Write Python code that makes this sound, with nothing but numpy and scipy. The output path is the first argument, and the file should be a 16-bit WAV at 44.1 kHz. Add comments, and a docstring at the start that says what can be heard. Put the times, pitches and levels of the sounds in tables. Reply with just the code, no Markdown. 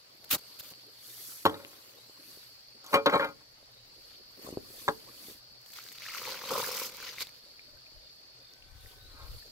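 """Shovel, sand and poured water

A steel shovel stabs dry sand in a barrow, is knocked and laid down rattling on poles: ringing modes, clacks, scrapes.
Feet shuffle in grass, a bucket is dragged up, water pours on the sand, then drips: shaped noise and damped sines.
Cicadas sing all round, a cricket chirps, a thin whistle sounds far off: noise bands and gliding sines.
A far motor hums and wind brushes the two ports: slowly varying noise bands.
"""
import sys
import numpy as np
from scipy import signal
from scipy.fft import rfft, irfft, next_fast_len
from scipy.io import wavfile
from scipy.ndimage import uniform_filter1d, map_coordinates

SR = 44100
rng = np.random.default_rng(int(sys.argv[2]) if len(sys.argv) > 2 else 0)


def output_pcm(signal):
    """Save a mono or channel-first signal as 16-bit PCM at the path in sys.argv[1].

    Samples are clipped to [-1, 1] before scaling.
    """
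    pcm = np.clip(np.atleast_2d(signal).T, -1, 1) * 32767
    wavfile.write(sys.argv[1], SR, np.round(pcm).astype(np.int16))


N = 419391


def amp(db):
    """Decibels to linear gain."""
    return 10 ** (np.asarray(db) / 20)


def unit(x):
    """Scales x to rms 1."""
    return x / np.sqrt(np.mean(x ** 2) + 1e-20)


def along(points, hz):
    """Interpolates (Hz, value) points on a log frequency axis."""
    f, v = np.transpose(points)
    return np.interp(np.log(hz + 1), np.log(f + 1), v)


def curves(rows, **ends):
    """One value per sample for each column after the time."""
    s, *cols = np.transpose(rows)
    return [np.interp(np.arange(N) / SR, s, c, **ends) for c in cols]


def wobble(rate):
    """A smooth random curve, rate knots a second."""
    knots = rng.standard_normal(int(N * rate / SR) + 4)
    return map_coordinates(knots, [np.arange(N) * rate / SR])


def filtered(x, response):
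    """x times a complex response of frequency."""
    m = next_fast_len(N + SR // 2)
    return irfft(rfft(x, m) * response(np.fft.rfftfreq(m, 1 / SR)), m)[..., :N]


def grains(depth_db, rate):
    """A lumpy gain whose loudness over 30 ms stays even."""
    gain = amp(depth_db * wobble(rate))
    return gain / np.sqrt(np.abs(uniform_filter1d(gain ** 2, size=1300)) + 1e-9)


def rush(spectrum, alike, patchy_db, grain_db):
    """Stereo noise of rms 1, patchy in time and colour, lumped into grains of some milliseconds."""
    z = signal.stft(rng.standard_normal((2, N)), nperseg=512)[2]
    field = uniform_filter1d(rng.standard_normal(z.shape[1:]), size=5, axis=0)
    field = uniform_filter1d(field, size=5, axis=1)
    pair = signal.istft(z * amp(patchy_db * unit(field)), nperseg=512)[1][:, :N]
    pair = pair * grains(grain_db, 400) * grains(grain_db, 100)

    def mid_side(hz):
        turn = np.arccos(np.clip(along(alike, hz), -1, 1)) / 2  # sets the left-right likeness
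        return amp(along(spectrum, hz)) * [np.cos(turn), np.sin(turn)]

    mid, side = filtered(pair, mid_side)
    return unit(np.array([mid + side, mid - side]))


def add(track, s, sound):
    """Mixes a sound in at time s."""
    part = track[..., round(s * SR):][..., :sound.shape[-1]]
    part += sound[..., :part.shape[-1]]


def blip(hz, cycles, rise):
    """A damped sine of peak 1 whose pitch climbs by the share rise."""
    u = np.arange(int(5 * cycles * SR / hz)) * hz / SR / cycles  # time in decay constants
    x = np.sin(2 * np.pi * cycles * (u + rise * u * u / 10)) * np.exp(-u) * (1 - np.exp(-8 * u))
    return x / np.abs(x).max()


def burst(noise, s, t60, t):
    """A dying slice of noise with peak 1."""
    x = noise[round(s * SR):][:len(t)] * amp(-60 * t / t60) * (1 - np.exp(-t / 0.00058))
    return x / np.abs(x).max()


EDGE_DB, ROUND = 18.5, 1.44  # drop over one rise or fall; exponent: 1 peaked, 2 round


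def swell(peak, rise, fall, db):
    """A gain that climbs to db at its peak and sinks again."""
    t = np.arange(N) / SR - peak
    return amp(db - EDGE_DB * np.minimum(np.abs(t / np.where(t < 0, rise, fall)), 9) ** ROUND)


def bubbles(track, span, band_hz, db, cycles, count):
    """A track with a cluster of chance bubbles."""
    out = np.zeros(N)
    for when, tone, size in rng.random((count, 3)):
        s, hz = np.interp(when, [0, 1], span), np.interp(tone, [0, 1], band_hz)
        add(out, s, amp(db - 7.7 * size) * blip(hz, cycles, rise=0.11))
    return track + out


# left-right likeness of far sound: (frequency [Hz], correlation [-1..1])
FAR_LIKENESS = [(60, .78), (150, 0.97), (380, 0.56), (950, -0.33), (6000, -0.25), (15000, .02)]
# spectra of motor hum, haze and wind: (frequency [Hz], density [dB])
HUM_SPECTRUM = [(95, -44), (112, -7.5), (121, 0.5), (130, -5), (150, -41.5)]
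HAZE_SPECTRUM = [(15, -32), (25, -11), (120, -6.5), (384, -11.5), (531, -3), (1040, -8.5), (2280, -9),
                 (3620, -14.5), (4490, -1), (6920, -17.5), (9840, -25), (14000, -37.5), (16000, -34)]
WIND_SPECTRUM = [(8.8, -39), (15, -4.5), (38, -2), (60, -2.5), (118, -9), (200, -32), (260, -57.5),
                 (440, -120)]
# light air on the ports: (time [s], level [dB])
BREEZE = [(0, -94), (1.2, -92), (1.5, -87), (3, -87), (3.3, -74.5), (5.1, -73.5), (5.8, -87.5),
          (6.5, -78.5), (7.5, -78), (9.5, -73)]
# puffs of a gust: (peak time [s], rise [s], fall [s], level [dB])
GUST_PUFFS = [(7.77, 0.09, .03, -62), (7.95, 0.047, 0.12, -61), (8.65, .07, .2, -59),
              (8.758, .08, .06, -54), (8.85, 0.043, 0.042, -48), (9.06, 0.21, 0.15, -55),
              (9.26, 0.14, 0.046, -47.5), (9.33, 0.048, 0.058, -40.5), (9.5, .1, .1, -63)]


def open_air():
    """Far haze, a blurred motor hum, and wind lumps on each port."""
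    hum = amp(-73.5) * rush(HUM_SPECTRUM, FAR_LIKENESS, patchy_db=-0.5, grain_db=-1.1)
    blowing = amp(curves(BREEZE)[0] + 3 * wobble(6.5)) + sum(swell(*puff) for puff in GUST_PUFFS)
    wind = blowing * rush(WIND_SPECTRUM, [(30, 0.54)], patchy_db=-0.5, grain_db=1.5)
    haze = amp(-61.0) * rush(HAZE_SPECTRUM, FAR_LIKENESS, patchy_db=2.0, grain_db=-0.8)
    return hum + wind + haze


# cicada chorus: (time [s], level [dB])
CHORUS = [(0, -62.5), (.48, -53), (1.32, -58), (1.9, -62), (2.3, -55), (2.94, -55.5), (3.3, -60),
          (3.73, -59.5), (4.08, -55), (5.75, -55.5), (6.22, -50), (6.67, -61), (7.31, -55.5), (8.37, -55.5),
          (8.82, -66), (9.4, -54)]
# chorus spectrum: (frequency [Hz], density [dB])
CHORUS_SPECTRUM = [(2180, -46.5), (3700, -14.5), (3970, -16), (4200, -5), (4450, 4.5), (6000, -20),
                   (7800, -56), (13200, -120)]
# one cicada winding up: (time [s], start pitch [Hz], end pitch [Hz], climb [s], level [dB])
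WINDUPS = [(1.95, 3500, 4400, 0.19, -55.5), (3.65, 3530, 4350, .45, -58.5), (8.95, 3570, 4360, 0.33, -54)]
# cricket chirps: (time [s], pulses [count], mean pitch [Hz], level [dB])
CHIRPS = [(7.65, 3, 3560, -64), (8.005, 5, 3560, -57), (8.4, 6, 3570, -55), (8.78, 6, 3570, -57),
          (9.16, 3, 3700, -60), (9.275, 3, 3570, -61)]
# thin far whistle: (time [s], mean pitch [Hz], mean level [dB])
WHISTLE = [(8.5, 763, -77), (8.62, 766, -72), (9, 756, -66.5), (9.2, 740, -71)]
CHIRP_PULSES_PER_S = 47


def insects():
    """A blurred chorus, a soloist whose band climbs as it starts, cricket chirps and a thin whistle."""
    t = np.arange(N) / SR
    out = amp(curves(CHORUS)[0]) * rush(CHORUS_SPECTRUM, FAR_LIKENESS, patchy_db=0.5, grain_db=-0.5)
    for s, start_hz, end_hz, climb_s, db in WINDUPS:
        u = np.clip((t - s) / climb_s, 0, None)
        hz = end_hz - (end_hz - start_hz) * np.exp(-2 * u)
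        blur = np.array([wobble(350), wobble(350)])
        envelope = np.minimum(4 * u, 1) * np.exp(-u / 1.6)
        out += amp(db) * envelope * blur * np.sin(2 * np.pi * np.cumsum(hz) / SR)
    for s, pulses, hz, db in CHIRPS:
        stroke = np.arange(0, pulses, CHIRP_PULSES_PER_S / SR)
        falling_hz = hz * (1.05 - .1 * (stroke % 1))
        pulse = np.sin(np.pi * np.minimum(stroke % 1 / .7, 1)) ** 2
        envelope = np.minimum(.5 + stroke / 4, 1) * pulse
        phase = 2 * np.pi * np.cumsum(falling_hz) / SR + [[0], [.8]]  # left, right
        add(out, s, amp(db) * envelope * np.sin(phase))
    hz, db = curves(WHISTLE)
    turn = 2 * np.pi * np.cumsum(hz + 4 * wobble(30)) / SR
    on = (t > WHISTLE[0][0]) & (t < WHISTLE[-1][0])
    return out + on * amp(db + 2.1 * wobble(25)) * (0.55 * np.sin(turn) + np.sin(2 * turn))


# left-right likeness of near sound: (frequency [Hz], correlation [-1..1])
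NEAR_LIKENESS = [(60, 1), (400, 0.95), (950, .8), (2400, 0.34), (6000, .17), (15000, .02)]
# moves that trickle sand and tread grass: (peak time [s], rise [s], fall [s], grit [dB], grass [dB])
MOVES = [(.52, 0.44, 0.44, -60.5, -60.5), (1.08, 0.11, 0.19, -53.5, -72), (1.3, 0.28, 0.26, -43.5, -67.5),
         (1.72, 0.28, 0.61, -63, -57.5), (2.302, .15, 0.29, -55, -63.5), (2.935, .06, .05, -45, -59),
         (3.15, 0.11, .15, -63.5, -51.5), (4.1, 0.27, 0.17, -67, -70), (4.47, .12, 0.1, -65.5, -48),
         (4.82, 0.25, 0.19, -49.5, -52.5), (5.05, 0.22, 0.21, -77, -66), (5.299, 0.27, 0.093, -49.5, -53.5),
         (7.45, 0.098, 0.29, -70.5, -82.5), (8.88, 0.16, 0.17, -59.5, -63.5),
         (9.36, 0.32, .2, -59.5, -60.5)]
# blade driven into sand: (time [s], length [s], level [dB], low push re level [dB])
STABS = [(0.241, 0.009, -43.5, -28), (0.291, 0.015, -44.5, -37), (0.302, 0.059, -21.5, -12),
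         (0.38, 0.016, -47, -5), (0.589, 0.024, -39, -19.5), (0.408, 0.0044, -58, -8),
         (0.621, 0.09, -47.5, -27), (0.699, 0.027, -48, -5.5)]
# spectra of bite, push, fine grit, coarse grit, grass: (frequency [Hz], density [dB])
BITE_SPECTRUM = [(500, -19), (1000, -9), (1400, -1), (2000, -6), (3800, 2.5), (8000, -6), (11800, -1),
                 (16000, 3)]
PUSH_SPECTRUM = [(25, -45), (60, -3), (270, -2), (600, -6.5), (1000, -4), (1500, -15.5)]
FINE_SPECTRUM = [(4000, -25.5), (5500, -3), (7000, -7.5), (9000, -4), (11700, -2), (13600, -5),
                 (16000, -4.5)]
COARSE_SPECTRUM = [(700, -38.5), (1200, -4), (2200, -4.5), (4200, 5), (6000, -8.5), (8000, -46)]
GRASS_SPECTRUM = [(80, -31), (200, -7), (300, -2), (520, -1.5), (750, -12), (1100, -6.5), (1500, -14.5)]
STILL_DB = (-80.5, -66.5, -65.5)  # fine, coarse, grass at rest
COARSE_DB, COARSE_SHARE = -58.5, 0.55  # coarse level when fine grit is at -49 dB; its dB per dB


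def sand():
    """Stabs crunch for their length; grit and grass rustle under every move."""
    fine, coarse, grass = amp(STILL_DB)
    for *shape, grit_db, grass_db in MOVES:
        fine = fine + swell(*shape, grit_db)
        coarse = coarse + swell(*shape, COARSE_DB + COARSE_SHARE * (grit_db + 49))
        grass = grass + swell(*shape, grass_db)
    bite, shove = np.zeros(N), np.zeros(N)
    for s, length_s, db, push_db in STABS:
        u = np.arange(round(length_s * SR)) / (length_s * SR)
        add(bite, s, amp(db) * np.minimum(6 * u, 1) * (1 - u ** 6))
        add(shove, s + 0.23 * length_s, amp(db + push_db) * np.sin(np.pi * u))  # the heap yields late
    return (bite * rush(BITE_SPECTRUM, NEAR_LIKENESS, patchy_db=-1.5, grain_db=1.5)
            + shove * rush(PUSH_SPECTRUM, NEAR_LIKENESS, patchy_db=1.5, grain_db=-0.5)
            + fine * rush(FINE_SPECTRUM, NEAR_LIKENESS, patchy_db=1.5, grain_db=1.0)
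            + coarse * rush(COARSE_SPECTRUM, NEAR_LIKENESS, patchy_db=3.5, grain_db=1.5)
            + grass * rush(GRASS_SPECTRUM, FAR_LIKENESS, patchy_db=5.0, grain_db=1.5))


# dull bumps of bucket and boots: (time [s], level [dB], pitch [Hz])
BUMPS = [(2.094, -44, 482), (2.371, -45, 441), (3.626, -46.5, 554), (4.374, -46, 536), (4.445, -37.5, 280),
         (4.472, -32, 500), (4.487, -28.5, 501), (4.502, -36, 307), (4.524, -29.5, 317), (4.535, -35, 306),
         (4.57, -19.5, 397), (4.578, -33, 409), (4.702, -44.5, 458), (5.282, -39, 344), (5.31, -47.5, 296)]
# grit ticks and drips: (time [s], level [dB], start pitch [Hz], decay [cycles])
TICKS = [(.141, -57, 3260, 2.2), (.413, -46, 3500, 1.5), (.737, -38, 3000, 1.5), (.797, -42, 3120, 1.5),
         (.82, -43, 3360, 1), (1.32, -44, 1290, 2.4), (1.649, -29, 2800, 1.2), (1.895, -44, 2900, 3.2),
         (7.594, -39.5, 2330, 4), (7.77, -56, 1530, 8), (7.865, -46.5, 2450, 7.8), (8.537, -37.5, 5130, 2),
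         (8.624, -43.5, 2750, 4), (8.86, -44, 1880, 2.5), (9.425, -49, 1750, 7)]
BUMP_CYCLES = 0.7
SOAK_S, SOAK_HZ, SOAK_DB = (7.45, 8.75), (513, 647), -58  # bubbles leave the wet sand


def small_hits():
    """Bumps are one low swing; ticks are drops and grit with a short pitch; soaking water lets out faint bubbles."""
    out, padding = np.zeros(N), np.hanning(24) / 11.5
    for s, db, hz in BUMPS:
        padded = np.convolve(blip(hz, BUMP_CYCLES, rise=0), padding)  # a soft contact
        add(out, s + 0.0021, -amp(db) * padded)
    for s, db, hz, cycles in TICKS:
        add(out, s, amp(db) * blip(hz, cycles, rise=0.067))
    return bubbles(out, SOAK_S, SOAK_HZ, SOAK_DB, cycles=7.2, count=10)


# blows on the shovel: (time [s], ring level [dB], crack level [dB], hardness [dB/octave], blade state)
KNOCKS = [(1.455, -10, -22, 3, "held"), (1.464, -8, -43, -5, "held"), (1.497, -28, -49, -12, "held"),
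          (1.544, -32, -59.5, 0, "held"), (1.603, -43, -60, 12, "held"), (1.733, -47, -54, -2, "held"),
          (2.844, -41.5, -41, 5.5, "free"), (2.865, -40, -38, 9.5, "free"),
          (2.932, -16.5, -32.5, 5.5, "free"), (2.943, -5.5, -20, 7, "free"),
          (2.958, -18.5, -36.5, 0.5, "free"), (3.061, -8.5, -30, -0.5, "free"),
          (3.063, -11, -39, 4, "free"), (3.098, -15, -36, 6, "free"), (3.134, -27, -55, 11, "free"),
          (3.157, -19, -50, -12, "free"), (3.198, -12.5, -58, -2.5, "free"), (3.235, -23, -56, 2.2, "free"),
          (3.247, -18, -46, -2, "free"), (3.291, -36, -50, -15, "free"), (3.41, -46.5, -63, -0.5, "free"),
          (4.882, -10.5, -32.5, 1.5, "lying"), (4.887, -7.5, -45, -3, "lying")]
SETTLES_S = [3.172, 3.325]  # the blade settles flat
HUSH_DB_PER_S = 601.5


def choke():
    """The gain of the ring: it sinks from each settling until the next blow."""
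    t, gain = np.arange(N) / SR, np.ones(N)
    for s in SETTLES_S:
        until = min(k[0] for k in KNOCKS if k[0] > s) - .002
        sinking = amp(-HUSH_DB_PER_S * np.clip(t - s, 0, 1))
        gain = np.where((t > s) & (t < until), sinking, gain)
    return gain


# ringing modes of the shovel: (frequency [Hz], width [Hz], level [dB])
SHOVEL_MODES = [(160, 40, -20), (265, 30, -13), (301, 12, -7), (393, 16, -16), (441, 12, -3), (560, 16, 2),
                (668, 40, -19), (716, 28, -17), (769, 35, -17), (840, 15, -7), (917, 40, -9),
                (955, 35, -13), (1082, 22, -5), (1253, 22, -8), (1325, 28, -12), (1418, 11, -4),
                (1594, 22, -14), (1840, 20, -19), (2066, 22, -16), (2290, 40, -19), (2384, 14, -12),
                (2860, 40, -30), (3160, 25, -25), (3320, 25, -26), (3630, 60, -29), (3850, 27, -29),
                (4450, 45, -31)]
# what a blow adds, by blade state: (thud re ring [dB], handle knock re ring [dB], clack re ring [dB],
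# ground boom re ring [dB], muffling as added width at 1 kHz [Hz])
BLADE_STATES = {"held": (-8.5, -7.5, -3.5, -28, 3.5), "free": (-17.5, -12, -9, -37.5, 6),
                "lying": (-22, -7, -10.5, -45, 10)}
# blade scraping along its rest: (peak time [s], rise [s], fall [s], level [dB], hardness [dB])
SCRAPES = [(1.5, 0.026, 0.17, -44, -2.5), (2.9, 0.087, .03, -54.5, 6.5), (2.945, .02, 0.05, -18, 1),
           (3.062, .004, 0.042, -18.5, -3), (3.139, 0.027, 0.038, -16, 0),
           (3.213, 0.073, 0.076, -29.5, 5.5), (9.22, 0.13, 0.11, -58.5, 10)]
# spectra of dry clack and bright crack: (frequency [Hz], density [dB])
CLACK_SPECTRUM = [(100, -26.5), (250, -14.5), (600, -1), (1400, 0.5), (2500, -9), (4000, -7.5), (6500, -37),
                  (9000, -43.5)]
CRACK_SPECTRUM = [(1500, -37), (3000, -3), (5000, -4.5), (9000, -11.5), (11000, -9), (16000, -16.5)]
HISS_DB = -7.5  # hissing treble onset of a crack, re crack
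GRIPPED_HZ, GRIP_WIDENS_HZ = 560, 24.8  # hand or grass chokes this mode unless the blade is free


def struck_ring(t, hard_db, state, chance):
    """Decaying modes: hard contact favours the high ones, chance strengths stand for the spot struck."""
    muffle_hz = abs(BLADE_STATES[state][-1])
    ring = np.zeros(len(t))
    for (hz, width, level), luck in zip(SHOVEL_MODES, chance):
        start = amp(level + 2 * luck + hard_db * np.log2(hz / 700))
        grip = GRIP_WIDENS_HZ * (hz == GRIPPED_HZ and state != "free")
        damping = muffle_hz * (hz / 1000) ** 2 + grip
        ring += start * width * np.exp(-np.pi * (width + damping) * t) * np.sin(2 * np.pi * hz * t)
    return ring * (1 - np.exp(-t / 0.0013)) / np.abs(ring).max()


def mode_response(f):
    """Resonances of the shovel in alternating sign."""
    return sum((-1) ** k * amp(db) * 1j * f * width / (hz * hz - f * f + 1j * f * width)
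               for k, (hz, width, db) in enumerate(SHOVEL_MODES))


def shovel():
    """Blows ring each mode at a new strength over a dry clack; scraping keeps the modes fed with grit."""
    out, rings, t = np.zeros(N), np.zeros(N), np.arange(SR // 2) / SR
    chances = rng.standard_normal((len(KNOCKS), len(SHOVEL_MODES)))
    clacks, sparks = (rush(shape, [(100, 1.0)], patchy_db=7.0, grain_db=0.94)[0]
                      for shape in (CLACK_SPECTRUM, CRACK_SPECTRUM))
    hiss = np.diff(rng.standard_normal(N + 1))  # differencing tilts it to the treble
    for (s, db, crack_db, hard_db, state), chance in zip(KNOCKS, chances):
        thud_db, handle_db, clack_db, boom_db, _ = BLADE_STATES[state]
        s -= .002  # contact begins just before the peak
        add(rings, s, amp(db) * struck_ring(t, hard_db, state, chance))
        add(out, s, -amp(db + thud_db) * blip(290, cycles=1.4, rise=0))
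        add(out, s, amp(db + boom_db) * blip(89, cycles=1.1, rise=0))
        add(out, s, amp(db + handle_db) * blip(1060, cycles=2.5, rise=0))
        crack = burst(sparks, s, 0.049, t) + amp(HISS_DB) * burst(hiss, s, .012, t)
        add(out, s, amp(crack_db) * crack)
        add(out, s, amp(db + clack_db) * burst(clacks, s, .045, t))
    grit = rng.standard_normal(N) * grains(1.9, 250)
    norm = np.std(filtered(grit, mode_response))
    soft = filtered(grit, lambda f: 1 / (1 + (f / 750) ** 4))
    fed = np.zeros(N)
    for *shape, hard_db in SCRAPES:
        gain = swell(*shape)
        fed += gain * (soft * amp(-hard_db) + (grit - soft) * amp(hard_db))
        out += gain * (amp(-13.0) * clacks + amp(-34.5 + 1.2 * hard_db) * sparks)
    return out + choke() * (rings + filtered(fed, mode_response) / norm)


# spray spectrum: (frequency [Hz], density [dB])
SPRAY_SPECTRUM = [(3000, -25.5), (5000, -1), (5650, -3.5), (7000, -6.5), (10000, -8), (14000, -5),
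                  (16000, -2.5)]
DROPLETS_PER_S, DROPLET_DB = 510, -1.5  # fine drops bursting in the spray; level re spray


def droplets():
    """Sparse clicks of scattered size in the colour of the spray, rms 1."""
    sizes = amp(3.2 * rng.exponential(size=(2, N)))
    clicks = (rng.random((2, N)) < DROPLETS_PER_S / SR) * sizes
    return unit(filtered(clicks, lambda hz: amp(along(SPRAY_SPECTRUM, hz))))


# poured stream: (time [s], spray [dB], splash [dB], gurgle [dB])
POUR = [(5.601, -74, -83, -80), (5.68, -57, -74, -87), (5.77, -51.5, -49.5, -66), (5.9, -53.5, -59.5, -91),
        (6.015, -55.5, -50, -63), (6.035, -48, -43.5, -71), (6.26, -43.5, -40.5, -45.5),
        (6.4, -49.5, -45, -51.5), (6.5, -42.5, -40, -42.5), (6.515, -38.5, -39.5, -31.5),
        (6.65, -38.5, -41, -42.5), (6.86, -37, -41.5, -48), (6.91, -50.5, -51, -53),
        (7.09, -50.5, -41.5, -55), (7.16, -53.5, -49.5, -60), (7.4, -65, -68.5, -85)]
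# loudest splats: (time [s], nominal level [dB], start pitch [Hz])
SPLATS = [(5.663, -42, 3080), (5.705, -46, 2860), (5.736, -36, 3350), (5.764, -34, 3550),
          (5.827, -41, 3800), (5.889, -29, 3820), (5.92, -35, 3600), (5.986, -27, 3640), (6.022, -30, 2200),
          (6.065, -25, 1800), (6.097, -27, 2020), (6.14, -27, 1990), (6.293, -30, 920), (6.323, -20, 3950),
          (6.416, -32, 1610), (6.494, -22.5, 2900), (6.508, -19, 1160), (6.781, -24, 2880),
          (6.852, -25, 3282), (7.185, -22, 2050), (7.208, -16, 3900), (7.272, -28.5, 3620),
          (7.293, -40, 2210)]
# spectra of splash and gurgle: (frequency [Hz], density [dB])
SPLASH_SPECTRUM = [(800, -19), (1300, -5.5), (1700, -8.5), (2150, 0), (2800, -3.5), (4500, 1), (6500, -7),
                   (8000, -33)]
GURGLE_SPECTRUM = [(59, -59), (100, -15), (134, -15), (172, -13.5), (336, -12.5), (523, 1), (671, -18),
                   (1010, -2.5), (1500, -10), (1950, -47.5), (3300, -120)]
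SURGE_DB = 1.27  # the stream wavers
LAST_SLOP = (7.22, 0.025, 0.015, -33.5)  # the bucket tips back: peak s, rise s, fall s, level dB
# the stream's head slaps a shallow pool into bubbles
FIRST_POOL_S, FIRST_POOL_HZ, FIRST_POOL_DB = (6.02, 6.17), (1070, 3000), -37
SMALL_SPLAT_DB, MIST_DB = 11, -45  # least chance splat re splash; mist of any splat


def water():
    """Spray, splash and gurgle follow the wavering stream; bubbles and splats sit on top."""
    surge, slop = amp(SURGE_DB * wobble(22)), swell(*LAST_SLOP)
    stream = amp(curves(POUR, left=-120, right=-120)) * surge
    spray, splash, gurgle = stream + amp([[-2.5], [0], [-17]]) * slop
    spray_noise = rush(SPRAY_SPECTRUM, NEAR_LIKENESS, patchy_db=3.0, grain_db=3.0)
    flow = (spray * (spray_noise + amp(DROPLET_DB) * droplets())
            + splash * rush(SPLASH_SPECTRUM, NEAR_LIKENESS, patchy_db=2.5, grain_db=2.0)
            + gurgle * rush(GURGLE_SPECTRUM, NEAR_LIKENESS, patchy_db=-1.5, grain_db=3.5))
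    low, high, splats = np.zeros(N), np.zeros(N), np.zeros((2, N))
    start, length = POUR[0][0], POUR[-1][0] - POUR[0][0]
    for when, tone, size in rng.random((520, 3)):
        hz = 400 * 9 ** tone
        bubble = amp(-14 * size) * blip(hz, cycles=3.4, rise=0.29)
        add(low if tone < .5 else high, start + when * length, bubble)
    chance_splats = []
    for when, tone, size in rng.random((30, 3)):
        s = start + when * length
        splash_db = 20 * np.log10(splash[round(s * SR)])
        chance_splats.append((s, splash_db + SMALL_SPLAT_DB + 8 * size, 950 * 4 ** tone))
    t = np.arange(SR // 40) / SR
    for s, db, hz in SPLATS + chance_splats:
        s -= .0015
        add(splats, s, amp(db - 6) * blip(hz, cycles=2.5, rise=.2)[None])
        add(splats, s, amp(MIST_DB - 60 * t / 0.013) * rng.standard_normal((2, len(t))))
    flow = bubbles(flow, FIRST_POOL_S, FIRST_POOL_HZ, FIRST_POOL_DB, cycles=3.9, count=18)
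    return flow + splats + amp(-7.0) * gurgle * low + amp(2.0) * splash * high


# decay of the scattered sound: (frequency [Hz], t60 [s])
YARD_DECAY = [(100, 0.6), (500, 0.21), (2000, .1), (10000, 0.0064)]


def yard(x):
    """Ground and barrow scatter the sound; each frequency dies at its own speed."""
    hz, t, z = signal.stft(rng.standard_normal((2, SR // 2)), SR, nperseg=256)
    decay = amp(-60 * t / along(YARD_DECAY, hz)[:, None])
    tail = signal.istft(z * decay, SR, nperseg=256)[1]
    tail = tail / np.linalg.norm(tail[0])
    delayed = np.pad(x, (120, 0))[None]
    return signal.fftconvolve(delayed, tail, axes=1)[:, :N]


def scene():
    """Hard sounds reach the right port a little first; the rest arrives already in stereo."""
    hits = shovel() + small_hits()
    hits = filtered(hits, lambda hz: (1j * hz / (45 + 1j * hz)) ** 2)  # small bodies shed no deep bass
    lag_s = .00015
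    sides = np.array([[1], [-1]])
    direct = filtered(hits, lambda hz: np.exp(-1j * np.pi * hz * lag_s * sides))
    return direct + amp(-19) * yard(hits) + sand() + water() + insects() + open_air()


# capsule dip and peak: (frequency [Hz], gain [dB])
CAPSULE = [(6000, -0.71), (7500, 0.5), (10000, -3.5), (10800, -0.5), (11300, 3.5), (16000, -2)]
# colour of the ports: (frequency [Hz], left minus right [dB])
PORT_DIFFERENCE = [(60, 5.5), (150, 1), (380, 1), (950, 0.5), (2380, 4), (5980, -1.5), (15000, 0.0)]
TOP_HZ = 15750


def record(dry):
    """The capsule dips below its treble peak, the ports differ in colour, a steep band limit cuts the top."""
    side = np.array([[.5], [-.5]])

    def response(hz):
        colour = amp(along(CAPSULE, hz) + side * along(PORT_DIFFERENCE, hz))
        return colour / (1 + (hz / TOP_HZ) ** 200)

    return filtered(dry, response)


dry = scene()
out = record(dry)
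output_pcm(out)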